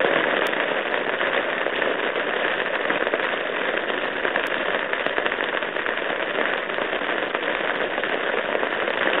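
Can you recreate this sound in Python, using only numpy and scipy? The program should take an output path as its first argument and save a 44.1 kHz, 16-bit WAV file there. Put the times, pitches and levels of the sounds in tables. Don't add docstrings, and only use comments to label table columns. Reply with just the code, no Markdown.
import sys
import numpy as np
from scipy import signal
from scipy.fft import rfft, irfft
from scipy.io import wavfile

SR = 44100
rng = np.random.default_rng(int(sys.argv[2]) if len(sys.argv) > 2 else 0)


def log_audio(samples):
    frames = np.atleast_2d(samples).T
    limited = np.clip(frames, -1, 1)
    pcm = np.round(limited * 32767).astype(np.int16)
    wavfile.write(sys.argv[1], SR, pcm)


N = 405719

# time in seconds, level in dB.
RAIN_LEVEL = [(0, -22), (0.464, -22.5), (0.475, -25), (1.4, -26), (3.05, -26), (3.599, -27), (4.3, -26.5),
              (5.2, -29.5), (6.4, -28), (8.2, -26.5), (8.84, -27), (9.2, -26)]
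# start in seconds, thud level in dB, knock level in dB, snap level in dB.
BIG_DROPS = [(0.0201, -24.5, -31, -39), (0.047, -2.5, -9, -15), (0.1602, -7, -2, -21),
             (0.2398, -29, -4, -25), (0.4202, -8, -4, -31), (0.4428, -28, -9, -24.5),
             (0.5346, -17, -6.5, -17), (0.5669, -23.5, -10, -19), (0.6008, -36, -1.5, -13.5),
             (0.6278, -17, -20, -29), (0.717, -7, -20, -23), (0.8553, -15, -14.0, -20),
             (0.9278, -13, -18, -26), (0.9429, -13, -3, -15), (0.9766, -14, -14, -17),
             (1.0942, -24, -3.5, -19), (1.1387, -12.5, -9.5, -19), (1.2133, -18.5, -4.5, -16),
             (1.27, -24.5, -9, -18), (1.3335, -26, -7.5, -15), (1.3477, -27, -6.5, -24),
             (1.502, -37, -16, -19), (1.5302, -33, -7, -19), (1.5807, -27, -7, -23),
             (1.6158, -31.5, -7, -20), (1.6563, -24, -20, -40), (1.7098, -29, -27, -27),
             (1.7625, -20, -14, -12), (1.7895, -8, -25, -15), (1.821, -22, -3, -21), (1.8734, -9, -33, -37),
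             (1.9009, -13, -20, -24), (2.0036, -15, -12, -14), (2.1569, -17, -16, -18),
             (2.1971, -17, -6.5, -18), (2.336, -19, -10.5, -27), (2.3474, -33, -18, -27),
             (2.481, -37, -7.5, -13.5), (2.539, -30, -6, -15.5), (2.6022, -15.5, -7, -14.5),
             (2.6186, -12.5, -6.5, -21), (2.6616, -24, -6.5, -25), (2.7548, -23.5, -9, -16),
             (2.853, -25, -8.5, -23), (2.9033, -12.5, -1.5, -29), (2.9735, -24, -10, -24),
             (3.01, -33, -11, -22), (3.0251, -10, -5.5, -22), (3.0695, -9, -4.5, -15),
             (3.1382, -5, -2.5, -27), (3.1977, -19, -5.5, -23), (3.2375, -37, -18, -28),
             (3.2551, -18, -16, -24), (3.2897, -26, -8, -21), (3.3473, -21, -13, -26),
             (3.3644, -25, -14, -30), (3.4055, -33, -25, -30), (3.5682, -45, -7, -19),
             (3.617, -16, -8.5, -25), (3.6544, -29, -9.5, -18), (3.7757, -12.5, -6.5, -15),
             (3.9023, -8, -10, -13), (4.0229, -27, -15, -17), (4.0544, -10.5, -8.5, -31),
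             (4.1691, -24, -7, -18.5), (4.2524, -7.5, -1.5, -35), (4.3604, -13, -3.5, -14),
             (4.3808, -11.5, -14, -29), (4.3961, -31, -9.5, -19), (4.4382, -22, -5.5, -12),
             (4.5006, -28, -10.5, -22), (4.5237, -25, -9, -32), (4.5429, -29, -6.5, -13),
             (4.5825, -37, -26, -14.5), (4.6527, -35, -24, -30), (4.6834, -10, -9, -25),
             (4.7048, -16.5, -7.5, -21), (4.7164, -29, -18, -21), (4.7341, -25, -11, -28),
             (4.7464, -6.5, -10, -16), (4.7927, -18, -10, -15.5), (4.808, -27, -13, -35),
             (4.8291, -12.5, -9.5, -31), (4.9329, -10, -2.5, -14), (4.9959, -27, -8.5, -15),
             (5.0099, -22, -21, -19), (5.042, -34, -15, -22), (5.0644, -4.5, -4.5, -12),
             (5.0951, -18, -14, -13.5), (5.1692, -40, -7, -30), (5.1828, -5.5, -3.5, -13.5),
             (5.2637, -10.5, -2, -10), (5.3204, -25, -4.5, -19), (5.3395, -33, -14, -21),
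             (5.4075, -13, -3, -30.0), (5.4273, -10.5, -12.5, -34), (5.4402, -17, -8.5, -13),
             (5.4877, -17, -12.5, -14.5), (5.5299, -28, -11.5, -37), (5.5492, -9.5, -11.5, -24),
             (5.5726, -20.5, -6, -14.5), (5.6269, -12, -8, -14), (5.6531, -27.5, -9, -32.5),
             (5.7662, -12, -8, -23), (5.7932, -31, -9, -29), (5.8633, -36.5, -5, -29),
             (5.8898, -13, -7, -22), (5.9048, -25, -15, -30), (5.9363, -25, -15, -25),
             (5.9636, -48, -21, -44), (5.9753, -56, -9, -13), (6.0211, -11.5, -14, -17.5),
             (6.1031, -12, -10, -20), (6.1294, -12.5, -10.5, -31), (6.1605, -31, -10, -18),
             (6.1959, -18.5, -9.5, -25), (6.2271, -14, -7.5, -14.5), (6.3071, -23, -36, -18),
             (6.354, -16, -12, -17), (6.3869, -6, -9, -18.5), (6.4132, -8, -4, -18), (6.4555, -21, -5, -18),
             (6.4941, -23.5, -11, -32), (6.5369, -12, -9, -14.5), (6.5787, -17, -10, -15),
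             (6.6197, -30, -14.5, -34), (6.7004, -16, -12, -17), (6.7256, -15, -20, -32),
             (6.7437, -20, -10, -15), (6.7834, -8, -5, -26), (6.8184, -8, -9, -15), (6.8586, -32, -16, -32),
             (6.8913, -30, -19, -23.5), (6.9309, -10, -8.5, -14.5), (6.9488, -12.5, -11, -12.5),
             (6.9897, -22.5, -13, -24.5), (7.0681, -20.0, -13, -19), (7.091, -15, -8, -36),
             (7.1073, -21, -8, -21), (7.1232, -14, -12, -30), (7.1819, -12, -6, -17),
             (7.2271, -12, -9, -14.5), (7.3487, -6, -2.5, -19), (7.4372, -18.5, -26, -14),
             (7.5246, -20, -19, -25), (7.5507, -19, -6.5, -15.5), (7.5702, -32, -12, -21),
             (7.6746, -26, -8, -29), (7.6962, -10, -3.5, -24), (7.7075, -21, -8, -26),
             (7.7371, -27, -16, -26), (7.7598, -29, -22, -21), (7.8035, -12.5, -13, -27),
             (7.8164, -9, -9.5, -21), (7.8407, -12, -24.5, -20), (7.8554, -31, -29, -29),
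             (7.9025, -36, -19, -21), (7.9794, -8.5, -8, -21), (8.036, -16, -4.5, -17),
             (8.0963, -12.5, -7.5, -26), (8.1226, -12.5, -9.5, -19), (8.1431, -14, -11, -15.5),
             (8.2346, -28, -11, -37), (8.2629, -18.5, -16, -23), (8.2982, -12, -9, -36),
             (8.3393, -10, -12, -25), (8.3728, -10.5, -7.5, -27), (8.3861, -29, -7.5, -20),
             (8.4583, -31, -10, -23), (8.4889, -9.5, -23, -30), (8.5278, -14, -6, -27),
             (8.5522, -6, -7, -16), (8.633, -12, -11, -27), (8.6699, -11, -10, -25),
             (8.7276, -12, -8.5, -19), (8.8018, -35, -9, -22), (8.8224, -14, -5.5, -27),
             (8.8792, -8, -11, -21), (8.9045, -9, -9, -16), (8.9381, -18, -10.5, -20),
             (8.9738, -12, -6.5, -20.5), (8.9931, -16, -25, -14.5), (9.0099, -13, -5, -39),
             (9.0309, -16, -6, -13), (9.0577, -11, -14, -25), (9.0729, -6.5, -7, -34),
             (9.101, -15, -9.5, -17), (9.1341, -36.5, -9, -9), (9.1569, -21, -23, -32),
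             (9.1834, -11, -6, -17.0)]
# frequency in Hz, relative level in dB.
TAP_COLOUR = [(35, -58.5), (60, -57), (108, -27.5), (160, -17.5), (260, -10), (527, -2.5), (605, -3),
              (700, -6.5), (811, -12.5), (947, -9), (1290, -11.5), (1650, -6.5), (1820, -6), (2240, -14),
              (2710, -13), (3280, -17.5), (3650, -21), (3800, -28), (4810, -48.5), (8140, -120)]
# cue in seconds, level in dB before the speck lift.
FLICKER_CUES = [(0.0603, -61), (0.1511, -68), (0.3616, -65), (0.4379, -65), (0.8654, -68), (0.9087, -62),
                (0.9882, -68), (1.063, -68), (1.0899, -72), (1.1802, -69), (1.2685, -63), (1.3229, -70),
                (1.4296, -69), (1.5, -67), (1.6841, -67), (1.7644, -63), (1.7878, -67), (1.8178, -71),
                (1.9001, -71), (2.156, -65), (2.1939, -66), (2.3271, -65), (2.4583, -67), (2.4818, -67),
                (2.5326, -67), (2.5616, -67), (2.6165, -65), (2.6549, -66), (2.7511, -60), (2.8389, -69),
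                (2.8633, -76), (3.0126, -67), (3.0709, -65.5), (3.1378, -68.5), (3.2074, -69),
                (3.2345, -64), (3.3054, -72), (3.4012, -66), (3.7429, -67.5), (3.8097, -74), (3.8521, -75),
                (4.0153, -71), (4.057, -60), (4.135, -67), (4.1644, -68), (4.2148, -70), (4.2921, -70),
                (4.356, -69), (4.3934, -70), (4.4358, -70), (4.5431, -64), (4.583, -75), (4.6389, -69),
                (4.7296, -73), (4.802, -68), (4.93, -64), (5.007, -69), (5.0604, -60), (5.1193, -73),
                (5.181, -64), (5.255, -73), (5.3103, -71), (5.3726, -66), (5.436, -71), (5.5243, -70),
                (5.5882, -74), (5.6496, -69), (5.7643, -68), (5.7912, -68), (5.8601, -68), (5.8885, -72.5),
                (5.9509, -69), (5.9997, -71), (6.0975, -75), (6.1908, -73), (6.2522, -72), (6.3215, -69),
                (6.3959, -68), (6.4497, -75), (6.4976, -74), (6.5321, -65), (6.576, -63), (6.6204, -72),
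                (6.7406, -65), (6.7775, -64), (6.8154, -76), (6.8548, -66), (6.9272, -68), (6.986, -67),
                (7.0628, -67), (7.1147, -72), (7.212, -73), (7.2444, -71.5), (7.2843, -66), (7.3507, -66),
                (7.4335, -68), (7.5537, -69), (7.5882, -76), (7.6765, -67), (7.7563, -64), (7.8072, -64),
                (7.8441, -70), (7.9004, -65), (7.9778, -69), (8.0361, -66), (8.092, -64), (8.1449, -66),
                (8.23, -76), (8.2975, -66), (8.3739, -74), (8.4332, -70), (8.4871, -74), (8.5535, -69),
                (8.6682, -69), (8.7056, -69), (8.737, -69), (8.8228, -68), (8.896, -63), (8.962, -69),
                (8.9885, -68), (9.0284, -71.5), (9.1007, -67.5)]
# start in seconds, step height in dB.
TICK_STEPS = [(0.4694, -7), (4.4697, -11.5)]

THUD_TOP_HZ, SNAP_FOOT_HZ = 850, 2500
LEAD_IN = 128
SURGE_DB = 0.54
PING_LOW_HZ, PING_HIGH_HZ = 337, 3425
RUMBLE_HZ = 102
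RUMBLE_DB, RUMBLE_LUMP_DB = -73.5, -57
RUMBLE_LUMP_S = .011
STRIKE_SHARE = .68
SPATTER_S, SPATTER_SHARE = .007, 0.43
TAP_FOOT_HZ = 265
MIC_FOOT_HZ = 104
OVERLOAD = .75
BAND_TOP_HZ, CUTOFF_HZ = 4021, 16100
FLICKER_FOOT_HZ, FLICKER_FALL_HZ = 3565, 3730
SPECK_DB = 26
FLICKER_S = .007
OFFSET = -.0028


def from_db(db):
    return 10 ** (np.asarray(db) / 20)


def rms_one(x):
    return x / np.sqrt(np.mean(x ** 2) + 1e-20)


def heard(x, response):
    return signal.fftconvolve(x, response)[:N]


def filtered(x, order, hz, kind="low"):
    return signal.sosfilt(signal.butter(order, hz, kind, fs=SR, output="sos"), x)


def drift(rate_hz):
    step = 40
    pole = np.exp(-2 * np.pi * rate_hz * step / SR)
    noise = rng.standard_normal(N // step + 2002)
    slow = signal.lfilter([1], [1, -2 * pole, pole * pole], noise)[2000:]
    return np.interp(np.arange(N) / step, np.arange(len(slow)), rms_one(slow))


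def tap_parts(size=4096):
    hz, level_db = np.transpose(TAP_COLOUR)
    log_hz = np.log(np.maximum(np.arange(size // 2 + 1), 1) * SR / size)
    log_level = np.interp(log_hz, np.log(hz), level_db) * np.log(10) / 20
    cepstrum = irfft(log_level, size)
    cepstrum[1:size // 2] *= 2
    cepstrum[size // 2 + 1:] = 0
    spectrum = np.exp(rfft(cepstrum))
    thud = 1 / (1 + np.exp(8 * (log_hz - np.log(THUD_TOP_HZ))))
    snap = 1 / (1 + np.exp(-12 * (log_hz - np.log(SNAP_FOOT_HZ))))
    shares = thud, 1 - thud - snap, snap
    return [np.roll(irfft(spectrum * share, size), LEAD_IN)[:size // 2] for share in shares]


def splash(strikes, share, spread_s):
    t = np.arange(int(.08 * SR)) / SR
    decay = np.exp(-t / spread_s) / np.sqrt(spread_s * SR)
    burst = heard(np.abs(strikes), decay)
    return share * burst * rng.standard_normal(N)


def random_strikes(per_s, size_db):
    born = rng.random(N) < per_s / SR
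    size = from_db(size_db * np.minimum(rng.exponential(1, N), 2.5))
    return born * size * rng.choice([-1, 1], N)


def wash(parts, flicker_db):
    gust = drift(2.8)
    out = 0
    for part in parts:
        waver_db = flicker_db * (0.71 * gust + 1.1 * drift(3.2))
        out = out + heard(rng.standard_normal(N), part) * from_db(waver_db)
    return rms_one(out)


def patter(parts, per_s, size_db, clump_db, colour_db):
    strikes = random_strikes(per_s * from_db(clump_db * drift(25)), size_db)
    out = 0
    for part in parts:
        mix_db = colour_db * np.clip(rng.standard_normal(N), -2, 2)
        hits = strikes * from_db(mix_db)
        out = out + heard(hits + splash(hits, share=0.74, spread_s=0.0014), part)
    return rms_one(out)


def rings(strikes, low_t60_s, count):
    dealt, out = rng.integers(0, count, N), 0
    for k, hz in enumerate(np.geomspace(PING_LOW_HZ, PING_HIGH_HZ, count)):
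        t60_s = low_t60_s * np.sqrt(PING_LOW_HZ / hz)
        radius = np.exp(-np.log(1000) / (t60_s * SR))
        angle = 2 * np.pi * hz / SR
        feed = [1 - radius ** 2, 0, radius ** 2 - 1]
        back = [1, -2 * radius * np.cos(angle), radius ** 2]
        out = out + signal.lfilter(feed, back, strikes * (dealt == k) + 1e-18)
    return out


def pings(parts, per_s, size_db, low_t60_s, count):
    strikes = random_strikes(per_s, size_db)
    return rms_one(heard(rings(strikes, low_t60_s, count), sum(parts)))


def rumble(rows):
    marks = np.zeros(N)
    marks[(np.array(rows)[:, 0] * SR).astype(int)] = 1
    bell = np.exp(-.5 * (np.arange(-2000, 2001) / (RUMBLE_LUMP_S * SR)) ** 2)
    lumps = np.sqrt(np.maximum(signal.fftconvolve(marks, bell, "same"), 0))
    low = rms_one(filtered(rng.standard_normal(N), 3, RUMBLE_HZ))
    lump_level = from_db(RUMBLE_LUMP_DB + 2.5 * drift(4.8))
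    return (from_db(RUMBLE_DB) + lump_level * lumps) * low


def taps(rows, parts):
    rows, out = np.array(rows), 0
    at = np.round(rows[:, 0] * SR).astype(int) - LEAD_IN
    chance = rng.random((len(at), 6))
    again = at + ((.0004 + 0.0013 * chance[:, 0]) * SR).astype(int)
    beside = at[:, None] + (SPATTER_S * SR * (2 * chance[:, 2:4] - 1)).astype(int)
    for k, part in enumerate(parts):
        strikes, size = np.zeros(N), from_db(rows[:, k + 1])
        strikes[beside] = SPATTER_SHARE * (2 * chance[:, 4:] - 1) * size[:, None]
        strikes[again] = 0.32 * (2 * chance[:, 1] - 1) * size
        strikes[at] = size
        scatter = splash(strikes, share=0.31, spread_s=0.0029)
        trickle = splash(strikes, share=0.26, spread_s=0.069)
        peak = np.abs(signal.hilbert(part)).max()
        out = out + heard(STRIKE_SHARE * strikes + scatter + trickle, part / peak)
    return filtered(out, 1, TAP_FOOT_HZ, "high")


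def flicker(rows, count):
    rows, specks = np.array(rows), np.zeros(N)
    chance = rng.standard_normal((len(rows), 2 * count))
    at = (rows[:, :1] + .003 + FLICKER_S * chance[:, :count] / 2) * SR
    specks[np.clip(at.astype(int), 0, N - 1)] = from_db(rows[:, 1:] + SPECK_DB) * chance[:, count:]
    specks = specks + splash(specks, share=0.32, spread_s=0.0023)
    edge = filtered(specks, 2, [FLICKER_FOOT_HZ, 4150], "band")
    above = filtered(specks, 3, FLICKER_FALL_HZ)
    above = filtered(above, 6, FLICKER_FOOT_HZ, "high")
    return above + from_db(13.5) * edge


def ticks(rows):
    out = np.zeros(N)
    for start_s, level_db in rows:
        out[round(start_s * SR):] += from_db(level_db)
    return filtered(out, 1, 4500, "high")


def scene():
    parts = tap_parts()
    far = from_db(-8.5) * wash(parts, flicker_db=2.0)
    near = patter(parts, per_s=900, size_db=3.0, clump_db=2.5, colour_db=3.5)
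    near = near + from_db(-5.5) * pings(parts, per_s=250, size_db=1.5, low_t60_s=.03, count=18)
    bed_db = np.interp(np.arange(N) / SR, *np.transpose(RAIN_LEVEL)) + SURGE_DB * drift(3.9)
    bed = from_db(bed_db) * (far + from_db(-0.23) * near)
    rain = filtered(bed + taps(BIG_DROPS, parts), 3, MIC_FOOT_HZ, "high")
    return (rain + rumble(FLICKER_CUES))[None]


def record(dry):
    rounded = OVERLOAD * np.tanh(dry / OVERLOAD)
    narrow = signal.sosfiltfilt(signal.cheby2(18, 45, BAND_TOP_HZ, fs=SR, output="sos"), rounded)
    full = narrow + flicker(FLICKER_CUES, count=7) + ticks(TICK_STEPS) + OFFSET
    return signal.sosfiltfilt(signal.cheby2(16, 40, CUTOFF_HZ, fs=SR, output="sos"), full)


dry = scene()
out = record(dry)
log_audio(out)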